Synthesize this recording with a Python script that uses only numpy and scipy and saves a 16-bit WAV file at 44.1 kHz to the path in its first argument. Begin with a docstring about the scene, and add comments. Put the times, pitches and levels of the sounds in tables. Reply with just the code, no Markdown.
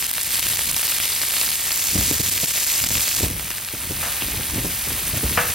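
"""Burgers sizzle on a steel griddle outdoors, crackling and spitting very near the microphone at first.
The sizzle is dense random bubble bursts and hiss; bigger bubbles pop and plop, and fat droplets tick.
Gusts of low turbulence swell throughout, with eddies puffing and thumping at the microphone.
From about 3.3 s the sizzle drops back, heard from farther above, then turns to an even hiss as meat is pressed.
A spatula scuffs and ticks the plate near 4 s and knocks near 5.4 s: noise clank over decaying plate modes."""
import sys
import numpy as np
from scipy import signal
from scipy.fft import rfft, irfft
from scipy.io import wavfile
from scipy.ndimage import uniform_filter1d, minimum_filter1d

SR = 44100
rng = np.random.default_rng(int(sys.argv[2]) if len(sys.argv) > 2 else 0)


def dump(signal):
    """Clip the signal to [-1, 1] and save it as 16-bit WAV at the path in sys.argv[1]."""
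    limited = np.clip(np.atleast_2d(signal).T, -1, 1)
    pcm = np.round(limited * 32767).astype(np.int16)
    wavfile.write(sys.argv[1], SR, pcm)


N = 244314
TIME = np.arange(N) / SR
HZ = np.fft.rfftfreq(N, 1 / SR)
SHARED = np.array([[1], [0]])  # a sound has two rows: what both ports hear, and what only the right one hears
EDGE_HZ = 15900  # upper band limit

# low turbulence of the breeze: (frequency [Hz], relative density [dB per Hz])
RUMBLE_COLOUR = [(20, -13), (35, -10.5), (55, -0.5), (75, -1), (130, -7), (200, -13.5), (400, -30),
                 (900, -38)]
# ragged turbulence of gusts and eddies: (frequency [Hz], relative density [dB per Hz])
EDDY_COLOUR = [(30, -11), (70, -1), (130, -1.5), (290, -0.5), (450, -7.5), (700, -14), (1200, -26),
               (2500, -79)]
# gusts swell and die away above a light steady air:
# (time of the crest [s], level before trims [dB], rise [s], fall [s])
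GUST_CRESTS = [(0.46, -39.5, .1, 0.22), (0.73, -34.5, 0.087, .03), (1.68, -51, .12, .05),
               (1.98, -24.5, 0.051, 0.094), (2.15, -33, 0.09, 0.27), (2.82, -32, .02, .08),
               (2.91, -30.5, 0.04, 0.096), (3.24, -27.5, 0.063, 0.17), (3.92, -34, 0.12, .2),
               (4.24, -32, .02, 0.063), (4.4, -28, .1, .03), (4.57, -28.5, 0.084, 0.17),
               (4.93, -33, 0.095, 0.077), (5.14, -31.5, 0.15, 0.087), (5.29, -28, 0.054, .13),
               (5.499, -31, 0.034, 0.014)]
CALM_DB = -45.5  # the steady air between gusts, before trims
GUST_SHAPE = 1.58  # flanks of a gust, from pointed (1) to rounded (2)
# the hardest eddies: (time [s], size before trims [dB], thump relative to size before trims [dB], thump pitch [Hz])
HARD_EDDIES = [(1.953, -22.5, 3, 181), (1.984, -28, 0, 83), (2.108, -18, -5, 103), (2.195, -20, -11, 102),
               (2.429, -19, -19, 70), (2.902, -28, -1, 90), (2.963, -36, 8, 95), (3.201, -20.5, -12, 94),
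               (3.23, -13, -9, 89.5), (3.258, -26, -12, 71), (3.735, -27, -3, 113), (3.905, -23, -7, 151),
               (4.218, -25.5, -5, 129), (4.278, -28, -17, 59), (4.39, -25.5, -9, 62),
               (4.555, -21, -25, 127), (4.581, -21.5, -9, 191), (4.645, -20, -22, 98),
               (4.864, -27, -14, 116), (5.133, -20, -8, 118), (5.166, -19, -23, 116),
               (5.23, -18.5, -24, 200), (5.241, -27, 9, 60.4)]
# lesser eddies ride on the gusts: how many a second, their size above the breeze and its scatter [dB]
EDDIES_PER_S, EDDY_DB, EDDY_SPREAD_DB = 17, -2, 0.5
# the thump of a lesser eddy: relative to its size before trims [dB], pitch [Hz], scatter of pitch [octaves]
THUMP_DB, THUMP_HZ, THUMP_SCATTER = -8, 131, 0.33
# the spatula meets the plate: (time [s], force [dB], fade time of the scuff [s])
SPATULA_KNOCKS = [(4.029, -10, 0.016), (4.05, -14.5, 0.065), (5.374, 3.5, .006), (5.377, 0, 0.0045),
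                  (5.381, 1, 0.0026), (5.389, 3, 0.0036)]
# ringing of the plate and blade: (frequency [Hz], relative level [dB], t60 [s])
PLATE_MODES = [(487, 7.5, 0.32), (634, -1, 0.25), (681, 8, 0.23), (850, -1, 0.26), (991, 0, 0.3),
               (1162, 7, 0.3), (1277, 12.5, 0.42), (1350, 1, 0.17), (1482, 2, .3), (1660, 5, 0.26),
               (1660, 3, 0.3), (1717, 7.5, 0.33), (2350, 2, 0.34), (2640, 6.5, 0.32)]
# the dense, quickly damped clank of a blow: (frequency [Hz], relative density [dB per Hz])
CLANK_COLOUR = [(200, -5), (380, -13.5), (500, 1), (1100, 2.5), (1800, 1.5), (2600, -6.5), (3000, -7.5),
                (3400, -18), (7000, -21), (14000, -54)]
# the thin blade ticks against the plate: (time [s], ring level [dB], pitch [Hz], t60 [s])
BLADE_CONTACTS = [(4.222, -13.5, 2730, 0.013)]
# droplets of fat explode with a very sharp tick: (time [s], size before trims [dB])
FAT_SPITS = [(0.067, 2), (0.114, 3.5), (0.1315, -2.5), (.182, -2), (0.233, -2), (0.5728, -4), (0.714, 2),
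             (0.745, 0.5), (1.506, -3.5), (1.727, -1.5)]
# the loudest bubbles: (time [s], size before trims [dB], ring pitch [Hz], plop relative to size before trims [dB])
BIG_BUBBLES = [(0.181, -7, 2340, -11), (0.355, -10, 4960, -26), (0.467, -10, 2940, -12),
               (0.592, -3.5, 2370, -22), (0.745, -3.5, 2860, -20), (0.765, -7.5, 5620, -22),
               (0.879, -8, 4900, -11), (0.922, -4, 2570, -20), (1.319, -11.5, 4690, -15),
               (1.366, -10, 4500, -14), (1.413, -7, 4660, -20), (1.49, -7.5, 4330, -22),
               (1.707, -13, 2830, -7), (1.719, -4, 4950, -30), (2.389, -9, 4500, -12),
               (2.592, -11, 4820, -25), (2.84, -6, 4900, -13), (2.847, -4, 4790, -26),
               (2.905, -5, 6630, -16.5), (3.08, -9.5, 4700, -13), (3.505, -10.5, 5960, -12),
               (3.583, -16, 2210, -24), (5.297, -15, 4850, -7)]
# lesser bubbles burst at random: how many a second at the median crackle,
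# size above the untrimmed sizzle, scatter, and plop relative to size before trims [dB]
BUBBLES_PER_S, BUBBLE_DB, BUBBLE_SPREAD_DB, BUBBLE_PLOP_DB = 24, 10.5, 2.5, -19
# they come in two sizes: pitch of the small and of the large ones, share of large ones, scatter of pitch [octaves]
SMALL_HZ, LARGE_HZ, LARGE_SHARE, PITCH_SCATTER = 4870, 2650, 0.32, 0.22
# how hard the fat boils, as heard at the microphone: (time [s], level before trims [dB])
SIZZLE_LEVEL = [(0, -23.5), (.28, -24.5), (.35, -20.5), (.68, -22), (.89, -20.5), (1.27, -23), (1.41, -20),
                (1.6, -25.5), (1.98, -22.5), (2.86, -22), (3.24, -22.5), (3.29, -32), (3.5, -31),
                (3.66, -33), (3.96, -30.5), (4.03, -28), (4.4, -29.5), (5.54, -27)]
# colour of the sizzle from three places:
# (frequency [Hz], beside the patty [dB], right over it [dB], high above [dB]), each relative
PLACE_COLOUR = [(120, -11.5, -13.5, -41), (414, -15.5, -15, -11), (750, -9.5, -12, -8.5),
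                (1540, -7, -10.5, -7), (1880, -2.5, -6, -6), (2410, -2.5, -4.5, -4), (3080, -1.5, -5, -6),
                (5170, -2.5, -2.5, -9), (6140, -7.5, -1.5, -7.5), (7740, -5.5, -0.4, -12.5),
                (8050, 2.5, -1, -5), (10600, 0, -3.5, -4), (11430, 3.5, 0.5, -0.5), (12500, 0, -1, -6),
                (16300, -3.5, -3.5, -3.5)]
# when each place is heard: (time [s], power share beside [0-1], share over [0-1], share above [0-1])
PLACE_SHARE = [(1.5, 0.16, 0.17, 0), (1.8, 0.0017, 0.98, 0), (3.24, 0.0016, 0.9, 0),
               (3.28, 0.014, 0.08, 0.78)]
# free fat crackles; pressed meat hisses more evenly: (time [s], crackle relative to the fizz [dB])
CRACKLE_LEVEL = [(0, -4), (.3, -3.5), (1.6, -5.5), (3.2, -3), (3.6, -4.5), (4.0, -11), (5.5, -19)]
# the two microphone ports: (frequency [Hz], likeness [0-1], lead of the right port [rad])
PORT_LIKENESS = [(61, 1, 0), (298, 0.96, 0), (1000, 0.69, 0), (1540, 0.58, 0.36), (1570, 1, 0),
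                 (5145, 1, 0), (5260, 0.78, 1), (6960, 0.74, 1.27), (11700, 0.96, 1.43),
                 (15500, 0.34, 1.78)]


def gain_of(db):
    """Decibels to gain."""
    return 10 ** (np.asarray(db) / 20)


def evened(x):
    """Scales to rms 1."""
    return x / np.sqrt(np.mean(x ** 2) + 1e-20)


def follow(rows, axis=1):
    """One column of a curve at every sample."""
    rows = np.array(rows, float)
    return np.interp(TIME, rows[:, 0], rows[:, axis])


def read(rows, axis=1):
    """One column of a spectrum at every frequency, drawn over log frequency."""
    rows = np.array(rows, float)
    return np.interp(np.log(HZ + 1), np.log(rows[:, 0]), rows[:, axis])


def tint(x, db):
    """Causal minimum-phase filter with the given spectrum; white noise keeps its power."""
    log_gain = np.log(evened(gain_of(db)))
    mirrored = np.r_[log_gain, log_gain[-2:0:-1]]
    phase = -signal.hilbert(mirrored).imag[:len(HZ)]
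    taps = irfft(np.exp(log_gain + 1j * phase), N)[:4096]
    return signal.oaconvolve(x, taps[None], axes=1)[:, :N]


def add(mix, s, sound):
    """Adds a sound at time s."""
    part = mix[:, max(round(s * SR), 0):][:, :sound.shape[-1]]
    part += sound[..., :part.shape[1]]


def wander(rate_hz):
    """Slow random drift of rms 1, mostly below the given rate."""
    spectrum = rfft(rng.standard_normal(N)) / (1 + (HZ / rate_hz) ** 4)
    return evened(irfft(spectrum, N))


def swell(u):
    """Rises to 1 at u = 1, then dies away."""
    return u * np.exp(1 - u)


def bell(u):
    """Turns even chance from 0 to 1 into a bell-shaped scatter between -2 and 2."""
    return np.clip(.5 * np.log((u + 1e-9) / (1 - u)), -2, 2)


def port_phase():
    """What the right port hears on its own has a random phase."""
    return np.array([[0], [rng.uniform(0, 2 * np.pi)]])


def breeze_db():
    """Strength of the breeze: steady air plus gusts that grow to a crest and fade."""
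    power = gain_of(CALM_DB) ** 2
    for s, db, rise_s, fall_s in GUST_CRESTS:
        away = abs(np.maximum((s - TIME) / rise_s, (TIME - s) / fall_s))
        power = power + gain_of(db) ** 2 * np.exp(-2 * np.minimum(away ** GUST_SHAPE, 20))
    return 10 * np.log10(power)


def breeze(rumble_db=-0.5, flutter_db=3, follow_gusts=0.95, gust_db=-41, lumpy_db=-0.5):
    """Low turbulence at the ports, with a fluttering, wider-band turbulence that follows the gusts."""
    level_db = breeze_db()
    rumble = tint(rng.standard_normal((2, N)), read(RUMBLE_COLOUR))
    rumble = rumble / np.sqrt(uniform_filter1d(rumble ** 2, size=2000, axis=1) + 1e-9)
    lumps_db = lumpy_db * np.tanh(wander(rate_hz=10.6))
    rumble = gain_of(level_db + rumble_db + lumps_db) * rumble
    push = gain_of(gust_db + follow_gusts * (level_db - np.percentile(level_db, 90)))
    push = push * gain_of(flutter_db * wander(rate_hz=52))
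    return rumble + tint(push * rng.standard_normal((2, N)), read(EDDY_COLOUR))


def lesser_eddies():
    """Random eddies as rows like HARD_EDDIES, sized by the breeze that carries them."""
    moment, chance, size, pitch = rng.random((200, 4)).T
    at = (moment * (N - 1)).astype(int)
    db = breeze_db()[at] + EDDY_DB + EDDY_SPREAD_DB * bell(size)
    hz = THUMP_HZ * 2 ** (THUMP_SCATTER * bell(pitch))
    rows = np.column_stack([TIME[at], db, np.full(len(at), THUMP_DB), hz])
    return list(rows[chance < EDDIES_PER_S * TIME[-1] / len(at)])


def eddies(puff_db=-4.5, puff_s=0.0055, thump_db=-1, thump_cycles=0.79):
    """An eddy hits the ports: a ragged puff and one low swing of pressure."""
    out, t = np.zeros((2, N)), np.arange(4000) / SR
    turbulence = tint(rng.standard_normal((2, N)), read(EDDY_COLOUR))
    rise = swell(t / puff_s)
    for s, db, low_db, hz in HARD_EDDIES + lesser_eddies():
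        swirl = turbulence.take(round(s * SR) + np.arange(len(t)), axis=1, mode="wrap")
        puff = evened(swirl * rise) * np.sqrt(np.mean(rise ** 2))
        thump = np.sin(2 * np.pi * hz * t + port_phase()) * swell(t * hz / thump_cycles)
        add(out, s, gain_of(db) * (gain_of(puff_db) * puff + gain_of(thump_db + low_db) * thump))
    return out


def blade_ticks(snap_db=-2, snap_s=.0004):
    """A snap of contact and one quickly damped mode of the steel blade."""
    out, t = np.zeros((2, N)), np.arange(3000) / SR
    for s, db, hz, t60 in BLADE_CONTACTS:
        ring = np.exp(-np.log(1000) * t / t60) * np.sin(2 * np.pi * hz * t)
        snap = gain_of(snap_db) * rng.standard_normal((2, len(t))) * np.exp(-t / snap_s)
        add(out, s, gain_of(db) * (SHARED * ring + snap))
    return out


def spatula(ring_db=-41, clank_db=-18, tail_db=-29, tail_s=0.059):
    """The blade chatters onto the plate: a short clank, the plate's modes and a dense dying ring."""
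    blow_power, scuff_power = np.zeros((1, N)), np.zeros((1, N))
    t = np.arange(SR // 2) / SR
    for s, force_db, scuff_s in SPATULA_KNOCKS:
        fade = gain_of(clank_db) * np.exp(-t / scuff_s) + gain_of(tail_db) * np.exp(-t / tail_s)
        add(scuff_power, s, (gain_of(force_db) * fade) ** 2)
        add(blow_power, s, np.array([gain_of(force_db) ** 2]))
    out = tint(np.sqrt(scuff_power) * rng.standard_normal((2, N)), read(CLANK_COLOUR))
    for hz, db, t60 in PLATE_MODES:
        # every blow feeds energy into the mode, and it leaks away
        leak = np.exp(-2 * np.log(1000) / (t60 * SR))
        energy = signal.lfilter([1], [1, -leak], blow_power)
        tone = np.sin(2 * np.pi * (hz * TIME + rng.random((2, 1))))
        out += gain_of(ring_db + db) * np.sqrt(energy) * tone
    return out


def spits(tick_hz=11500, tick_s=0.00059, click_s=.00004, click_db=-3):
    """Water flashes to steam inside a droplet: a wide click and a few cycles of very high ringing."""
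    out, t = np.zeros((2, N)), np.arange(96) / SR
    fade = gain_of(click_db) * (np.exp(-t / click_s) + np.exp(-t / tick_s))
    for s, db in FAT_SPITS:
        jitter = np.cumsum(rng.normal(0, 0.63, len(t)))  # the tearing film has no steady pitch
        add(out, s, gain_of(db) * fade * np.cos(2 * np.pi * tick_hz * t + jitter + port_phase()))
    return out


def bubbles():
    """Lesser bubbles as rows like BIG_BUBBLES: frequent in freely crackling fat, sized by the sizzle."""
    moment, chance, size, kind, pitch, depth = rng.random((400, 6)).T
    at = (moment * (N - 1)).astype(int)
    crackle_db = follow(CRACKLE_LEVEL)
    freely = gain_of(crackle_db - np.median(crackle_db))[at]
    db = follow(SIZZLE_LEVEL)[at] + BUBBLE_DB + BUBBLE_SPREAD_DB * bell(size)
    hz = np.where(kind < LARGE_SHARE, LARGE_HZ, SMALL_HZ) * 2 ** (PITCH_SCATTER * bell(pitch))
    plop_db = BUBBLE_PLOP_DB + BUBBLE_SPREAD_DB * bell(depth)
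    rows = np.column_stack([TIME[at], db, hz, plop_db])
    return list(rows[chance < BUBBLES_PER_S * freely * TIME[-1] / len(at)])


def pops(ring_s=0.0002, snap_s=0.00072, ring_db=-3, snap_db=-7, plop_db=3, plop_hz=3500,
         sag_s=0.000926, plop_s=0.00058):
    """A big bubble tears with a snap and a brief ring; a plop sags in pitch as its cavity opens."""
    out, t = np.zeros((2, N)), np.arange(400) / SR
    sagging_hz = plop_hz / (1 + (t / sag_s) ** 2)
    plop = np.sin(2 * np.pi * np.cumsum(sagging_hz) / SR) * swell(t / plop_s)
    tearing = rng.standard_normal((2, N + len(t)))
    for s, db, hz, low_db in BIG_BUBBLES + bubbles():
        ring = gain_of(ring_db) * np.sin(2 * np.pi * hz * t) * swell(t / ring_s)
        snap = gain_of(snap_db) * tearing[:, round(s * SR):][:, :len(t)] * np.exp(-t / snap_s)
        add(out, s, gain_of(db) * (snap - SHARED * (ring + gain_of(plop_db + low_db) * plop)))
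    return out


def bursts(per_s, spread_db, pitches_hz, decay_s):
    """Bubbles of random size burst at random; each rings briefly, at a random phase in the right-only row."""
    count = len(pitches_hz)
    chance, size, kind, side = rng.random((4, N))
    phase = rng.uniform(0, 2 * np.pi, (count, 1))
    at = np.flatnonzero(chance < per_s / SR)
    t = np.arange(96) / SR
    rings = np.exp(-t / decay_s + 1j * (2 * np.pi * pitches_hz[:, None] * t + phase))
    # many small bursts, few large ones
    heights = gain_of(spread_db * np.minimum(-np.log(1 - size[at]), 3.9))
    grains = heights[:, None] * rings[(kind[at] * count).astype(int)]
    turned = grains * np.exp(2j * np.pi * side[at, None])
    where = (at[:, None] + np.arange(len(t))).ravel()
    rows = [np.bincount(where, g.real.ravel(), N)[:N] for g in (grains, turned)]
    return evened(np.array(rows))


def sizzle(hiss_db=-2, flurry_db=0.65, sputter_db=-0.04, level_db=3.0):
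    """Fine fizz, sparser crackle and a smooth steam hiss, all coming in flurries."""
    pitches_hz = np.linspace(300, 17000, num=64)
    fizz = bursts(per_s=6500, spread_db=3.5, pitches_hz=pitches_hz, decay_s=0.00025)
    crackle = bursts(per_s=380, spread_db=5, pitches_hz=pitches_hz, decay_s=.00005)
    hiss = gain_of(hiss_db) * rng.standard_normal((2, N))
    fat = fizz + gain_of(follow(CRACKLE_LEVEL)) * crackle + hiss
    fat = fat * gain_of(flurry_db * wander(rate_hz=15.0) + sputter_db * wander(rate_hz=300))
    # even out the slow swells, so that the level curve sets them
    fat = fat / np.sqrt(uniform_filter1d((fat ** 2).mean(0), size=4000))
    heard = np.zeros((2, N))
    for column in range(1, len(PLACE_COLOUR[0])):
        share = np.clip(follow(PLACE_SHARE, axis=column), 0, 1)
        heard += np.sqrt(share) * tint(fat, read(PLACE_COLOUR, axis=column))
    return gain_of(follow(SIZZLE_LEVEL) + level_db) * heard


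def ports(pair):
    """Two close ports hear nearly the same in the bass; in the treble the right one leads."""
    shared, own = rfft(pair, axis=1)
    same = np.clip(read(PORT_LIKENESS), 0, 1)
    lead = np.exp(1j * read(PORT_LIKENESS, axis=2))
    right = (same * shared + np.sqrt(1 - same ** 2) * own) * lead
    return irfft(np.array([shared, right]), N, axis=1)


def scene():
    """Breeze, spatula and griddle at the microphone."""
    air = breeze() + eddies()
    steel = blade_ticks() + spatula()
    fat = spits() + pops() + sizzle()
    return ports(air + steel + fat)


def record(dry, limit_db=-2.5, recover_db_per_s=700, low_cut_hz=38):
    """Low cut; a fast limiter catches the sharpest peaks, holds 8 ms and recovers; then the band limit."""
    low_cut = signal.butter(2, low_cut_hz, "high", fs=SR, output="sos")
    dry = signal.sosfilt(low_cut, dry)
    over_db = np.maximum(20 * np.log10(abs(dry).max(0) + 1e-9) - limit_db, 0)
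    held_db = -minimum_filter1d(-over_db, size=351, origin=170)
    fall_db = TIME * recover_db_per_s
    duck_db = np.maximum.accumulate(held_db + fall_db) - fall_db
    limited = dry / gain_of(uniform_filter1d(duck_db, size=8))
    band_limit = signal.firwin(401, EDGE_HZ, window=("kaiser", 9), fs=SR)
    return signal.oaconvolve(limited, band_limit[None], "same")


dry = scene()
out = record(dry)
dump(out)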